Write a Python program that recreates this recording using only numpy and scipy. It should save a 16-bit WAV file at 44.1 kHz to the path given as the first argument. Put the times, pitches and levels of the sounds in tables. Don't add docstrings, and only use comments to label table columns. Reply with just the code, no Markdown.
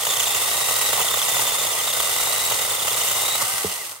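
import sys
import numpy as np
from scipy import signal
from scipy.fft import rfft, irfft, next_fast_len
from scipy.io import wavfile

SR = 44100
rng = np.random.default_rng(int(sys.argv[2]) if len(sys.argv) > 2 else 0)


def inscribe(sig):
    pcm = np.round(np.clip(np.atleast_2d(sig).T, -1, 1) * 32767)
    wavfile.write(sys.argv[1], SR, pcm.astype(np.int16))


N = 176400
T = np.arange(N) / SR
SIZE = next_fast_len(N + 8192)
HZ = np.fft.rfftfreq(SIZE, 1 / SR)
THROUGH_S, RELEASE_S = 3.385, 0.032


def amp(db):
    return 10 ** (np.asarray(db) / 20)

def unit(x):
    return x / np.sqrt(np.mean(x ** 2) + 1e-20)

def curve(rows, column=1):
    rows = np.array(rows)
    return np.interp(T, rows[:, 0], rows[:, column])

def per_bin(points):
    hz, value = np.transpose(points)
    return np.interp(np.log(HZ + 1), np.log(hz + 1), value)

def filtered(x, gain):
    return irfft(rfft(x, SIZE) * gain, SIZE)[..., :N]

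def colour(x, spectrum):
    return unit(filtered(x, amp(per_bin(spectrum))))

def wander(hz):
    return unit(filtered(rng.standard_normal(N), np.exp(-(HZ / hz) ** 2)))

def clicks(per_s, spread_db):
    size = amp(spread_db * np.minimum(rng.exponential(1, (2, N)), 5))
    return unit(size * rng.choice([-1, 1], (2, N)) * (rng.random((2, N)) < per_s / SR))

def strikes(times, sizes, shape):
    train = np.zeros(N)
    np.add.at(train, np.clip(np.round(np.asarray(times) * SR).astype(int), 0, N - 1), sizes)
    return signal.fftconvolve(train, shape[:SR // 2])[:N]

def burst(rise_s, decay_s):
    return np.minimum(T / rise_s, 1) * np.exp(-np.maximum(T - rise_s, 0) / decay_s)

def arch(length_s):
    return np.sqrt(abs(np.sin(np.pi * np.minimum(T / length_s, 1))))

def ring(hz, db, t60, rise_s):
    return amp(db) * burst(rise_s, t60 / np.log(1000)) * np.sin(2 * np.pi * hz * T)

def resonate(x, hz, width_hz):
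    carrier = np.exp(2j * np.pi * np.cumsum(hz) / SR)
    pole = np.exp(-np.pi * width_hz / SR)
    return unit((carrier * signal.lfilter([1 - pole], [1, -pole], x / carrier)).real)


# frequency in Hz, relative level in dB.
AIR = [(20, -39), (55, -8.5), (110, 15), (250, -20), (1000, 13), (15000, -2)]

def garden_air(db=-48.5):
    return amp(db) * colour(rng.standard_normal((2, N)), AIR)


# start in seconds, level in dB.
KNOCKS = [(3.6448, -18), (3.713, -47)]
# frequency in Hz, level in dB, T60 in seconds, rise in seconds.
BRANCH_MODES = [(427, 3, 0.047, 0.0022), (354.7, -15, .04, 0.0014), (184, -9.5, 0.15, 0.0032),
                (88.5, -13, 0.12, 0.017), (805, -5, 0.027, 0.00083)]

def falling_branch():
    times, db = np.transpose(KNOCKS)
    return strikes(times, amp(db), sum(ring(*mode) for mode in BRANCH_MODES))


# start in seconds, rasp in dB, chip hiss in dB.
HARD_BITES = [(0.067, -14, -22), (0.198, -22, -16.5), (0.27, -19.5, -20), (0.348, -19, -19),
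              (0.545, -21, -30), (0.612, -18, -35), (0.685, -17, -22), (0.709, -17.5, -24),
              (0.763, -18, -29), (0.786, -16, -31), (0.888, -15.5, -29), (0.929, -11.5, -19),
              (0.978, -15, -30), (0.992, -15, -29), (1.002, -11, -27), (1.014, -15, -20),
              (1.14, -13.5, -23), (1.282, -17, -22), (1.344, -15, -31), (1.367, -16.5, -20),
              (1.393, -12, -24), (1.42, -15, -27), (1.475, -17, -21), (1.52, -17, -27), (2.001, -15.5, -33),
              (2.093, -18.5, -31), (2.27, -17, -29), (2.512, -14, -25), (2.52, -20, -22),
              (2.617, -18.5, -27), (2.879, -17, -19), (2.914, -15.5, -27), (3.011, -26, -19),
              (3.078, -18.5, -17.5), (3.112, -17, -19), (3.15, -22, -22), (3.218, -21.5, -28)]
SOFT_RASP_DB, SOFT_HISS_DB = -24, -33

def cutter_bites(rate_hz=30.84, jitter_s=0.0025, spread_db=2.5):
    marks = [0] + [row[0] for row in HARD_BITES] + [THROUGH_S]
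    grid = np.concatenate([np.linspace(start, end, max(round((end - start) * rate_hz), 1) + 1)[1:-1]
                           for start, end in zip(marks, marks[1:])])
    late_s, extra_db = (rng.standard_normal((200, 2))[:len(grid)] * [jitter_s, spread_db]).T
    soft_bites = np.transpose([grid + late_s, SOFT_RASP_DB + extra_db, SOFT_HISS_DB + extra_db])
    return np.vstack([HARD_BITES, soft_bites]).T


# frequency in Hz, relative level in dB, T60 in seconds.
BODY_MODES = [(109.4, -21, 0.12), (69.5, -26, 0.12), (184, -26.5, 0.045)]
# start in seconds, level in dB.
LURCHES = [(3.424, -14), (3.53, -17)]

def body_jolts(bite_s, rasp_db):
    shake = sum(ring(*mode, rise_s=0.0077) for mode in BODY_MODES)
    jolt_db = SOFT_RASP_DB + 0.59 * (rasp_db - SOFT_RASP_DB)
    lurch_s, lurch_db = np.transpose(LURCHES)
    return strikes(bite_s, amp(jolt_db), shake) + strikes(lurch_s, amp(lurch_db), shake)


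# start in seconds, level in dB, decay in seconds.
CRACKS = [(3.409, -22.5, 0.0082), (3.418, -15, 0.0058), (3.926, -34, .002)]
# frequency in Hz, relative level in dB.
RASP_SPECTRUM = [(150, -29), (300, -15.5), (450, 2), (900, 2.5), (1250, 0.5), (1650, -7), (2000, -6),
                 (2400, -7), (3000, -13), (4500, -29), (15000, -4.5)]
CHIP_SPECTRUM = [(500, -36), (2000, -17), (2900, 13.5), (4500, -14), (7000, 12.5), (10500, -18.5),
                 (12500, -10), (15600, -0.5)]
CRACK_SPECTRUM = [(200, -15), (500, 0.5), (1300, 6), (2400, -13), (8000, -2.5), (15000, -13)]
RASP_GAIN_DB, HISS_GAIN_DB, TEAR_RISE_S, HISS_LEAD_S = -3, -2.5, 0.0016, 0.0023

def tearing_wood(bite_s, rasp_db, hiss_db, cutting):
    rasp = strikes(bite_s, amp(rasp_db), burst(TEAR_RISE_S, decay_s=0.0041))
    rasp += 0.38 * amp(SOFT_RASP_DB) * cutting
    hiss = strikes(bite_s - HISS_LEAD_S, amp(hiss_db), burst(rise_s=0.005, decay_s=0.011))
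    hiss += amp(-42.5) * cutting
    crack = sum(strikes([start], amp(db), burst(TEAR_RISE_S, decay)) for start, db, decay in CRACKS)
    layers = [(amp(RASP_GAIN_DB) * rasp, RASP_SPECTRUM), (amp(HISS_GAIN_DB) * hiss, CHIP_SPECTRUM),
              (crack, CRACK_SPECTRUM)]
    return sum(colour(force * clicks(per_s=9000, spread_db=1.5), spectrum) * np.sqrt(np.mean(force ** 2))
               for force, spectrum in layers)


# frequency in Hz, bandwidth in Hz, level in dB.
HOUSING_MODES = [(2028, 117, -17.5), (2846, 140, -19), (1227, 144, -19), (8640, 570, -24.5)]

def housing_gain(at_hz):
    return abs(sum(amp(db) / (1 + 2j * (at_hz - hz) / width) for hz, width, db in HOUSING_MODES))


# time in seconds, pitch ratio.
RING_DRIFT = [(0, 0.942), (3.4, 1.016), (3.85, 0.955)]
# frequency in Hz, relative level in dB.
CHAIN_SPECTRUM = [(90, -13.5), (260, -19), (480, -6), (780, -4), (1250, -5), (1720, -9.5), (2020, -3),
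                  (2450, -6), (2850, -4), (3300, -3.5), (4400, -5), (7000, -3), (8000, -2), (10400, -0.0),
                  (11400, -0.5), (12600, -8), (15600, -8.5)]

def chain_rattle(link_phase, speed, level):
    impacts = clicks(per_s=16000, spread_db=2.5) * (1 + 0.17 * np.cos(link_phase))
    impacts *= amp(1.35 * wander(hz=128))
    rings = sum(amp(db) * resonate(impacts, hz * curve(RING_DRIFT), width)
                for hz, width, db in HOUSING_MODES)
    return level * (amp(2.5) * colour(impacts, CHAIN_SPECTRUM) + speed * rings)


# multiple of the link rate, level in dB.
HUM_HARMONICS = [(2, -40), (3, -41), (4, -38)]
SING_GAIN_DB, LOADED_GAIN_DB = 5.5, -13

def chain_hum(link_hz, link_phase, speed, level, cutting):
    hum = sum(amp(db) * np.sin(k * link_phase) for k, db in HUM_HARMONICS)
    hum *= (level / np.median(level)) ** 2
    overtones = sum(housing_gain(k * link_hz) * np.sin(k * link_phase) for k in range(5, 10))
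    sing = amp(SING_GAIN_DB) * level * speed * overtones
    return (hum + sing) * amp(LOADED_GAIN_DB * cutting)


TEETH_PER_LINK = 10

def coasting_gears(link_hz, link_phase, speed, level, cutting):
    tone = np.sqrt(housing_gain(TEETH_PER_LINK * link_hz)) * np.sin(TEETH_PER_LINK * link_phase)
    slowing = speed * (1 - speed ** 8)
    return amp(9) * level * tone * slowing * (1 - cutting)


# time in seconds, link rate in Hz.
FREE_LINK_RATE = [(3.38, 362), (3.55, 395), (3.62, 382), (3.72, 287), (3.83, 189), (3.97, 125)]
# time in seconds, level in dB.
CHAIN_LEVEL = [(0.0, -25.5), (0.96, -23.5), (1.12, -25.5), (1.38, -23.5), (1.76, -26.5), (2.15, -24.5),
               (2.8, -25.5), (3.15, -25), (3.6, -26), (3.92, -35), (4.0, -48)]

def chain_drive(mesh_hz, cutting):
    free_hz = curve(FREE_LINK_RATE) * (1 + 0.0083 * wander(hz=97))
    link_hz = cutting * mesh_hz / TEETH_PER_LINK + (1 - cutting) * free_hz
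    link_phase = 2 * np.pi * np.cumsum(link_hz) / SR
    speed = np.minimum(link_hz / np.median(link_hz), 1)
    level = amp(curve(CHAIN_LEVEL))
    hum = chain_hum(link_hz, link_phase, speed, level, cutting)
    coast = coasting_gears(link_hz, link_phase, speed, level, cutting)
    return hum + coast, chain_rattle(link_phase, speed, level)


def rough_tone(phase, depth=0.7, rate_hz=300):
    return (1 + depth * wander(rate_hz)) * np.sin(phase) + depth * wander(rate_hz) * np.cos(phase)


# time in seconds, frequency in Hz, level in dB.
GEAR_MESH = [(0, 3566, -41), (.11, 3575, -27), (.2, 3620, -29), (.42, 3627, -32), (.52, 3808, -34),
             (.86, 3920, -32), (.98, 3660, -35), (1.15, 3638, -28), (1.42, 3637, -32), (1.52, 3580, -30),
             (1.68, 3715, -31), (1.75, 3443, -35), (1.87, 3706, -31.5), (2.15, 3680, -34),
             (2.35, 3893, -31.5), (2.75, 3720, -36.5), (3.2, 3717, -34), (3.35, 3920, -27)]
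# start in seconds, drop of the mesh frequency in Hz.
SNAGS = [(0.026, 497), (0.129, 384), (0.163, 624), (0.199, 476), (0.231, 476), (1.078, 397), (1.19, 599),
         (1.221, 848), (1.662, 300), (1.727, 804), (1.793, 584), (1.905, 450), (1.994, 550), (2.703, 320),
         (2.732, 280), (2.765, 250), (2.794, 449), (2.826, 150), (2.876, 604), (2.907, 452), (2.941, 180)]
SNAG_S, RECOVER_S, SQUEAL_DB, BITE_SAG_HZ = 0.0125, 0.015, -25.5, 109.76

def gear_whine(bite_s, cutting):
    snag_s, drop_hz = np.transpose(SNAGS)
    pull = np.interp(T, [0, SNAG_S, SNAG_S + RECOVER_S], [0, 1, 0])
    sag_hz = strikes(snag_s, drop_hz, pull) + strikes(bite_s, BITE_SAG_HZ, pull)
    mesh_hz = (curve(GEAR_MESH) - sag_hz) * (1 + 0.0085 * wander(hz=910))
    phase = 2 * np.pi * np.cumsum(mesh_hz) / SR
    squeal = strikes(snag_s, 0.83, arch(SNAG_S))
    choke = strikes(snag_s + SNAG_S, 0.76, arch(RECOVER_S))
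    chatter_db = 2.5 * wander(hz=110)
    held = amp(curve(GEAR_MESH, column=2) + chatter_db) * (1 - choke)
    level = held * (1 - squeal) + amp(SQUEAL_DB) * squeal
    fundamental = rough_tone(phase)
    octave = amp(-4.5 + 3.5 * wander(hz=45)) * rough_tone(2 * phase)
    return unit(fundamental + octave) * level * cutting, mesh_hz


# frequency in Hz, coherence from 0 to 1.
COHERENCE = [(80, 0.93), (1250, 0.92), (1700, 0.53), (2000, 0.68), (2550, 0.048), (3600, 0.43),
             (5000, 0.31), (6000, 0.13), (7200, 0.14), (8600, 0.91), (15000, 1)]
# frequency in Hz, lead of the left port in radians.
PHASE_LEAD = [(80, -0.1), (400, -0.5), (1150, -0.4), (1550, -1.6), (2300, -9.3), (3600, -6.5), (4400, -6.6),
              (5700, -8.3), (6400, -6.4), (7400, -8.1), (8100, -7.4), (9100, -5.7), (10800, -2.8),
              (12900, 1.3), (15200, 6.1)]
# frequency in Hz, left minus right in dB.
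BALANCE = [(80, -0.5), (900, -2.5), (1600, -3), (2020, 3.5), (2420, -0.5), (2850, -2), (3250, -3.5),
           (3830, 0.5), (4900, -1.5), (7000, -2.5), (8500, -0.5), (15000, 0.0)]

def microphone_ports(direct, scattered):
    coherence = np.clip(per_bin(COHERENCE), 0, 1)
    point = rfft(direct, SIZE)
    shared, separate = rfft(scattered, SIZE)
    left = point + shared
    right = point + coherence * shared + np.sqrt(1 - coherence ** 2) * separate
    right *= np.exp(-1j * per_bin(PHASE_LEAD))
    lean = amp(per_bin(BALANCE) / 2)
    return irfft(np.array([left * lean, right / lean]), SIZE)[:, :N]

def scene():
    bite_s, rasp_db, hiss_db = cutter_bites()
    cutting = np.clip((THROUGH_S - T) / RELEASE_S, 0, 1)
    whine, mesh_hz = gear_whine(bite_s, cutting)
    drive_tones, rattle = chain_drive(mesh_hz, cutting)
    direct = falling_branch() + body_jolts(bite_s, rasp_db) + drive_tones + whine
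    scattered = garden_air() + tearing_wood(bite_s, rasp_db, hiss_db, cutting) + rattle
    return microphone_ports(direct, scattered)

def record(dry):
    low_cut = signal.butter(2, 64, "high", fs=SR, output="sos")
    high_cut = signal.firwin(511, 15780, window=("kaiser", 9), fs=SR)
    return signal.oaconvolve(signal.sosfilt(low_cut, dry), high_cut[None], "same")


dry = scene()
out = record(dry)
inscribe(out)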